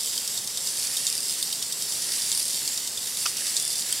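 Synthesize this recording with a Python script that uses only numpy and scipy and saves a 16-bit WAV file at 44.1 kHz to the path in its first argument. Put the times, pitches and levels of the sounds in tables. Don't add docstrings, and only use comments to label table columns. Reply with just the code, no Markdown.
import sys
import numpy as np
from scipy import signal
from scipy.fft import rfft, irfft, next_fast_len
from scipy.io import wavfile
from scipy.ndimage import uniform_filter1d, map_coordinates

SR = 44100
rng = np.random.default_rng(int(sys.argv[2]) if len(sys.argv) > 2 else 0)


def int16_out(signal):
    q = np.round(np.clip(np.atleast_2d(signal).T, -1, 1) * 32767)
    wavfile.write(sys.argv[1], SR, q.astype(np.int16))


N = 176400

# (frequency [Hz], density [dB])
RUMBLE_SPECTRUM = [(13, -49), (22, -21.5), (125, -1), (211, -1.5), (239, -3), (330, -3.5), (381, -1.5),
                   (464, -3.5), (508, -0.5), (597, -4.5), (1000, -5.5), (1240, -7), (1600, -9), (2080, -7),
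                   (3520, -120)]
# (frequency [Hz], density [dB])
NOZZLE_SPECTRUM = [(1290, -42), (2200, -14.5), (2450, -16.5), (2790, -11), (2930, -9.5), (3160, -9),
                   (3400, -7), (3720, -3.5), (4070, -8), (4490, -0.5), (5380, -1.5), (5880, -2),
                   (6440, -5.5), (7460, 1.5), (7970, 0), (9700, -3.5), (13800, -11), (14500, -14.5),
                   (15600, -20)]
# (frequency [Hz], density [dB])
SPRAY_SPECTRUM = [(1500, -35.5), (3000, -14), (4100, -10.5), (4500, -3.5), (5600, -3.5), (6400, -8),
                  (7700, -8), (9100, -1), (10300, -3.5), (11700, -12.5), (15500, -27)]
# (frequency [Hz], density [dB])
PATTER_SPECTRUM = [(600, -25), (1350, -10), (1900, 0), (2300, -5), (2800, -0.5), (4000, -7.5), (8000, -25)]
# (time in sweep [s], nozzle [dB], spray [dB], patter [dB])
SWING_LEVELS = [(0, -30.5, -38.5, -48.5), (.11, -30.5, -57, -49.5), (.25, -32.5, -47, -51),
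                (.38, -32, -42, -52), (.52, -31.5, -33.5, -48.5), (.66, -33, -30, -46),
                (.8, -31.5, -31, -44), (.92, -31, -31, -46), (1.02, -32.5, -35.5, -50.5),
                (1.14, -30, -36, -49.5)]
# (first blow [dB], last blow [dB], return [dB], spray offset [dB], patter offset [dB])
SWEEP_LEVELS = [(-20, -20, -21, -8, -4), (-22, -16, -22, 0, 0), (-18.5, -17.5, -21.5, 0.5, 0.2),
                (-20.5, -17.5, -21, -1.4, 1), (-17, -17, -23, 1, 5)]
# (step 1 [dB], ..., step 8 [dB])
STEP_LEVELS = [(-24, -24, -25, -23, -24, -26.5, -26.5, -21), (-24.5, -23, -23, -23, -24.5, -26, -24, -23.5),
               (-23.5, -25, -25.5, -27, -25.5, -25.5, -26, -24.5)]
# (frequency [Hz], width [Hz], first blow [dB], step [dB], last blow [dB], return [dB])
HEAD_MODES = [(3176, 54, 8, 3, -19, -22), (3710, 210, 5, 2.5, 10.5, -2), (4430, 210, 8.5, 1.5, 12, -0.5),
              (4960, 295, 11.5, 4, 8.5, 7.5), (5600, 460, 0.5, 3.5, 7.5, 3), (6740, 1060, 1, -2, 9.5, -4),
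              (7870, 730, 9, 4.5, 12, -2), (8300, 710, 11, 4, 0, 6), (9600, 1000, 3.5, -1, -3, 6),
              (12500, 3800, -8, -12, -17, -12)]
# (time in sweep [s], level [dB])
LEVER_CLICKS = [(.899, -22), (1.118, -25), (1.146, -26.5)]
# (time [s], frequency [Hz], level [dB])
ARM_PINGS = [(.178, 3115, -26), (.376, 3600, -26.5), (.574, 3600, -29), (1.527, 3180, -21.5),
             (1.626, 3180, -23.5), (2.975, 3560, -22), (3.926, 3180, -20.5)]
# (time [s], level [dB])
CLICK_CONTACTS = [(3.255, -26), (3.258, -22), (3.2607, -15.5)]
# (frequency [Hz], level [dB], T60 [s])
CLICK_MODES = [(1200, -9, 0.044), (1460, -7, 0.024), (2540, -1, .011), (5280, 0, .012), (6040, 0, 0.011),
               (7000, -2, .006)]
# (frequency [Hz], density [dB])
CRACK_SPECTRUM = [(380, -28), (600, -8.5), (950, -4), (1450, 2), (2000, -18), (2550, 4), (3300, -3),
                  (6000, -5), (9000, -24)]
# (time [s], level [dB])
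WHISTLE_LEVELS = [(3.55, -80), (3.6, -48), (3.635, -34.5), (3.68, -47), (3.76, -37), (3.84, -80)]
# (frequency [Hz], side minus mid [dB])
STEREO_WIDTH = [(30, -20), (80, -22), (180, -16.5), (350, -12.5), (700, -8.5), (1400, -11.5), (2800, -24.5),
                (5600, -13), (9500, -15.5), (11500, -57)]
# (frequency [Hz], left minus right [dB])
BALANCE = [(60, 0), (200, 1.8), (400, 1.4), (700, .5), (1400, 0), (2800, -0.8), (5600, -1.7), (9000, -1.4),
           (11500, 0)]

RUMBLE_DB, HUM_HZ, HUM_DB = -49, 242, -64.5
DROPS_PER_S, DROP_REL_DB, DROP_SPREAD_DB = 900, -11, 2
DROP_HZ, DROP_SPAN_OCT, DROP_CYCLES = 7350, 1.97, 1.9
SWEEP_1_START_S, SWEEP_S, STEP_S = .1772, 1.2495, .0989
RETURN_AT_S, RETURN_TICK_S, RETURN_TICKS, RETURN_FADE_DB_PER_TICK = .9222, .0261, 9, .6
HEAD_HIGHPASS_HZ, PING_T60_S = 2200, .033
CRACK_REL_DB, CRACK_T60_S = -1, .017
WHISTLE_HZ = 3540
ECHO_DB, ECHO_T60_S, ECHO_LOWPASS_HZ = -15.5, .09, 8000
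BAND_LIMIT_HZ = 15800


def amp(db):
    return 10 ** (np.asarray(db) / 20)


def unit_rms(x):
    return x / np.sqrt(np.mean(x ** 2) + 1e-20)


def curve(points, hz):
    knots_hz, values = np.transpose(points)
    return np.interp(np.log(hz + 1), np.log(knots_hz + 1), values)


def wobble(rate_hz):
    return map_coordinates(rng.standard_normal(int(N * rate_hz / SR) + 4), [np.arange(N) * rate_hz / SR])


def filtered(x, response):
    n = x.shape[-1]
    size = next_fast_len(n + 8192)
    return irfft(rfft(x, size) * response(np.fft.rfftfreq(size, 1 / SR)), size)[..., :n]


def shaped(x, spectrum):
    return filtered(x, lambda hz: amp(curve(spectrum, hz)))


def add(track, at_s, sound):
    i = round(at_s * SR)
    if 0 <= i < N:
        track[i:i + len(sound)] += sound[:N - i]


def rush(spectrum, patchy_db):
    bins = signal.stft(rng.standard_normal((2, N)), nperseg=1024)[2]
    patches = uniform_filter1d(rng.standard_normal(bins.shape[1:]), size=5, axis=0)
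    patches = unit_rms(uniform_filter1d(patches, size=7, axis=1))
    noise = signal.istft(bins * amp(patchy_db * patches), nperseg=1024)[1][:, :N]
    mid, side = shaped(noise, spectrum)
    side = shaped(side, STEREO_WIDTH)
    return unit_rms(np.array([mid + side, mid - side]))


def sweep_start_s(n):
    return SWEEP_1_START_S + (n - 1) * SWEEP_S


def rumble():
    hum = np.sin(2 * np.pi * np.cumsum(HUM_HZ + .94 * wobble(3.79)) / SR)
    return amp(RUMBLE_DB) * rush(RUMBLE_SPECTRUM, patchy_db=.5) + amp(HUM_DB) * hum


def drops():
    onset, pitch, size = rng.random((int(DROPS_PER_S * N / SR), 3)).T[:, :, None]
    t = np.arange(128) / SR
    hz = DROP_HZ * 2 ** (DROP_SPAN_OCT * (pitch - .5))
    gain = amp(DROP_SPREAD_DB * np.minimum(-np.log(1 - size), 5))
    ticks = gain * np.sin(2 * np.pi * hz * t) * np.exp(-2 * hz * t / DROP_CYCLES)
    index = (onset * N).astype(int) + np.arange(len(t))
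    track = np.bincount(index.ravel(), ticks.ravel(), N)[:N]
    return unit_rms(filtered(track, lambda f: amp(curve(NOZZLE_SPECTRUM, f) / 2)))


def water():
    knots = [(sweep_start_s(n) + after_s, nozzle_db, spray_db + spray_offset, patter_db + patter_offset)
             for n, (*_, spray_offset, patter_offset) in enumerate(SWEEP_LEVELS)
             for after_s, nozzle_db, spray_db, patter_db in SWING_LEVELS]
    times_s, *levels_db = np.transpose(knots)
    nozzle, spray, patter = [amp(np.interp(np.arange(N) / SR, times_s, db)) for db in levels_db]
    flutter = amp(.66 * wobble(25.01) + .58 * wobble(130) + .96 * wobble(700))
    hiss = nozzle * rush(NOZZLE_SPECTRUM, patchy_db=2)
    hiss += spray * amp(1.4 * wobble(13)) * rush(SPRAY_SPECTRUM, patchy_db=2)
    grass = patter * amp(2.4 * wobble(500)) * rush(PATTER_SPECTRUM, patchy_db=2)
    return flutter * hiss + grass + amp(DROP_REL_DB) * np.hypot(nozzle, spray) * drops()


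def blow(modes_db, attack_s, t60_s, splash_db, splash_t60_s):
    def head_response(f):
        return sum((-1) ** k * amp(db) * 1j * f * width / (hz * hz - f * f + 1j * f * width)
                   for k, ((hz, width, *_), db) in enumerate(zip(HEAD_MODES, modes_db)))

    t = np.arange(SR // 12) / SR
    slap = amp(-60 * t / t60_s)
    splash = amp(splash_db - 60 * t / splash_t60_s)
    force = (1 - np.exp(-t / attack_s)) * (slap + splash) * rng.standard_normal(len(t))
    highpass = signal.butter(4, HEAD_HIGHPASS_HZ, 'high', fs=SR, output='sos')
    ring = signal.sosfilt(highpass, filtered(force, head_response))
    return ring / np.sqrt(uniform_filter1d(ring * ring, size=132).max())


def arm():
    out = np.zeros(N)
    first_modes, step_modes, last_modes, return_modes = np.transpose(HEAD_MODES)[2:]
    for n, steps_db in enumerate(STEP_LEVELS, 1):
        for k, db in enumerate(steps_db, 1):
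            step = blow(step_modes, attack_s=.0015, t60_s=.018, splash_db=-14, splash_t60_s=.06)
            add(out, sweep_start_s(n) + k * STEP_S - .001, amp(db) * step)
    for n, (first_db, last_db, return_db, *_) in enumerate(SWEEP_LEVELS):
        start_s = sweep_start_s(n)
        first = blow(first_modes, attack_s=.00035, t60_s=.0094, splash_db=-23, splash_t60_s=.05)
        add(out, start_s - .0003, amp(first_db) * first)
        last = blow(last_modes, attack_s=.00024, t60_s=.0081, splash_db=-14, splash_t60_s=.083)
        add(out, start_s + (len(STEP_LEVELS[0]) + 1) * STEP_S - .0005, amp(last_db) * last)
        for k in range(RETURN_TICKS):
            tick = blow(return_modes, attack_s=.00073, t60_s=.007, splash_db=-25, splash_t60_s=.033)
            tick_db = return_db - RETURN_FADE_DB_PER_TICK * k
            add(out, start_s + RETURN_AT_S + k * RETURN_TICK_S, amp(tick_db) * tick)
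        for after_s, db in LEVER_CLICKS:
            lever = blow(first_modes, attack_s=.0003, t60_s=.0069, splash_db=-30, splash_t60_s=.036)
            add(out, start_s + after_s, amp(db) * lever)
    return out


def with_echo(x):
    t = np.arange(SR // 5) / SR
    tail = filtered(rng.standard_normal((2, len(t))), lambda hz: 1 / (1 + (hz / ECHO_LOWPASS_HZ) ** 8))
    tail *= amp(-60 * t / ECHO_T60_S)
    tail /= np.linalg.norm(tail[0])
    return x + amp(ECHO_DB) * signal.fftconvolve(x[None], tail, axes=1)[:, :N]


def arm_pings():
    out, t = np.zeros(N), np.arange(SR // 12) / SR
    attack = 1 - np.exp(-t / .0013)
    for at_s, hz, db in ARM_PINGS:
        add(out, at_s, amp(db - 60 * t / PING_T60_S) * attack * np.sin(2 * np.pi * hz * t))
    return out


def hollow_click():
    out, t = np.zeros(N), np.arange(SR // 16) / SR
    attack = 1 - np.exp(-t / .00054)
    for at_s, db in CLICK_CONTACTS:
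        ring = sum(amp(mode_db - 60 * t / t60_s) * np.sin(2 * np.pi * (hz * t + rng.random()))
                   for hz, mode_db, t60_s in CLICK_MODES)
        crack = unit_rms(shaped(rng.standard_normal(len(t)), CRACK_SPECTRUM))
        crack *= amp(CRACK_REL_DB - 60 * t / CRACK_T60_S)
        add(out, at_s, amp(db) * attack * (ring + crack))
    return out


def whistle():
    gain = amp(np.interp(np.arange(N) / SR, *np.transpose(WHISTLE_LEVELS)))
    hz = WHISTLE_HZ + 12 * wobble(60)
    return gain * np.sin(2 * np.pi * np.cumsum(hz) / SR)


def scene():
    mix = with_echo(arm() + arm_pings() + hollow_click()) + water() + whistle() + rumble()
    return filtered(mix, lambda hz: amp(curve(BALANCE, hz) * np.array([[.5], [-.5]])))


def record(dry):
    return filtered(dry, lambda hz: hz < BAND_LIMIT_HZ)


dry = scene()
out = record(dry)
int16_out(out)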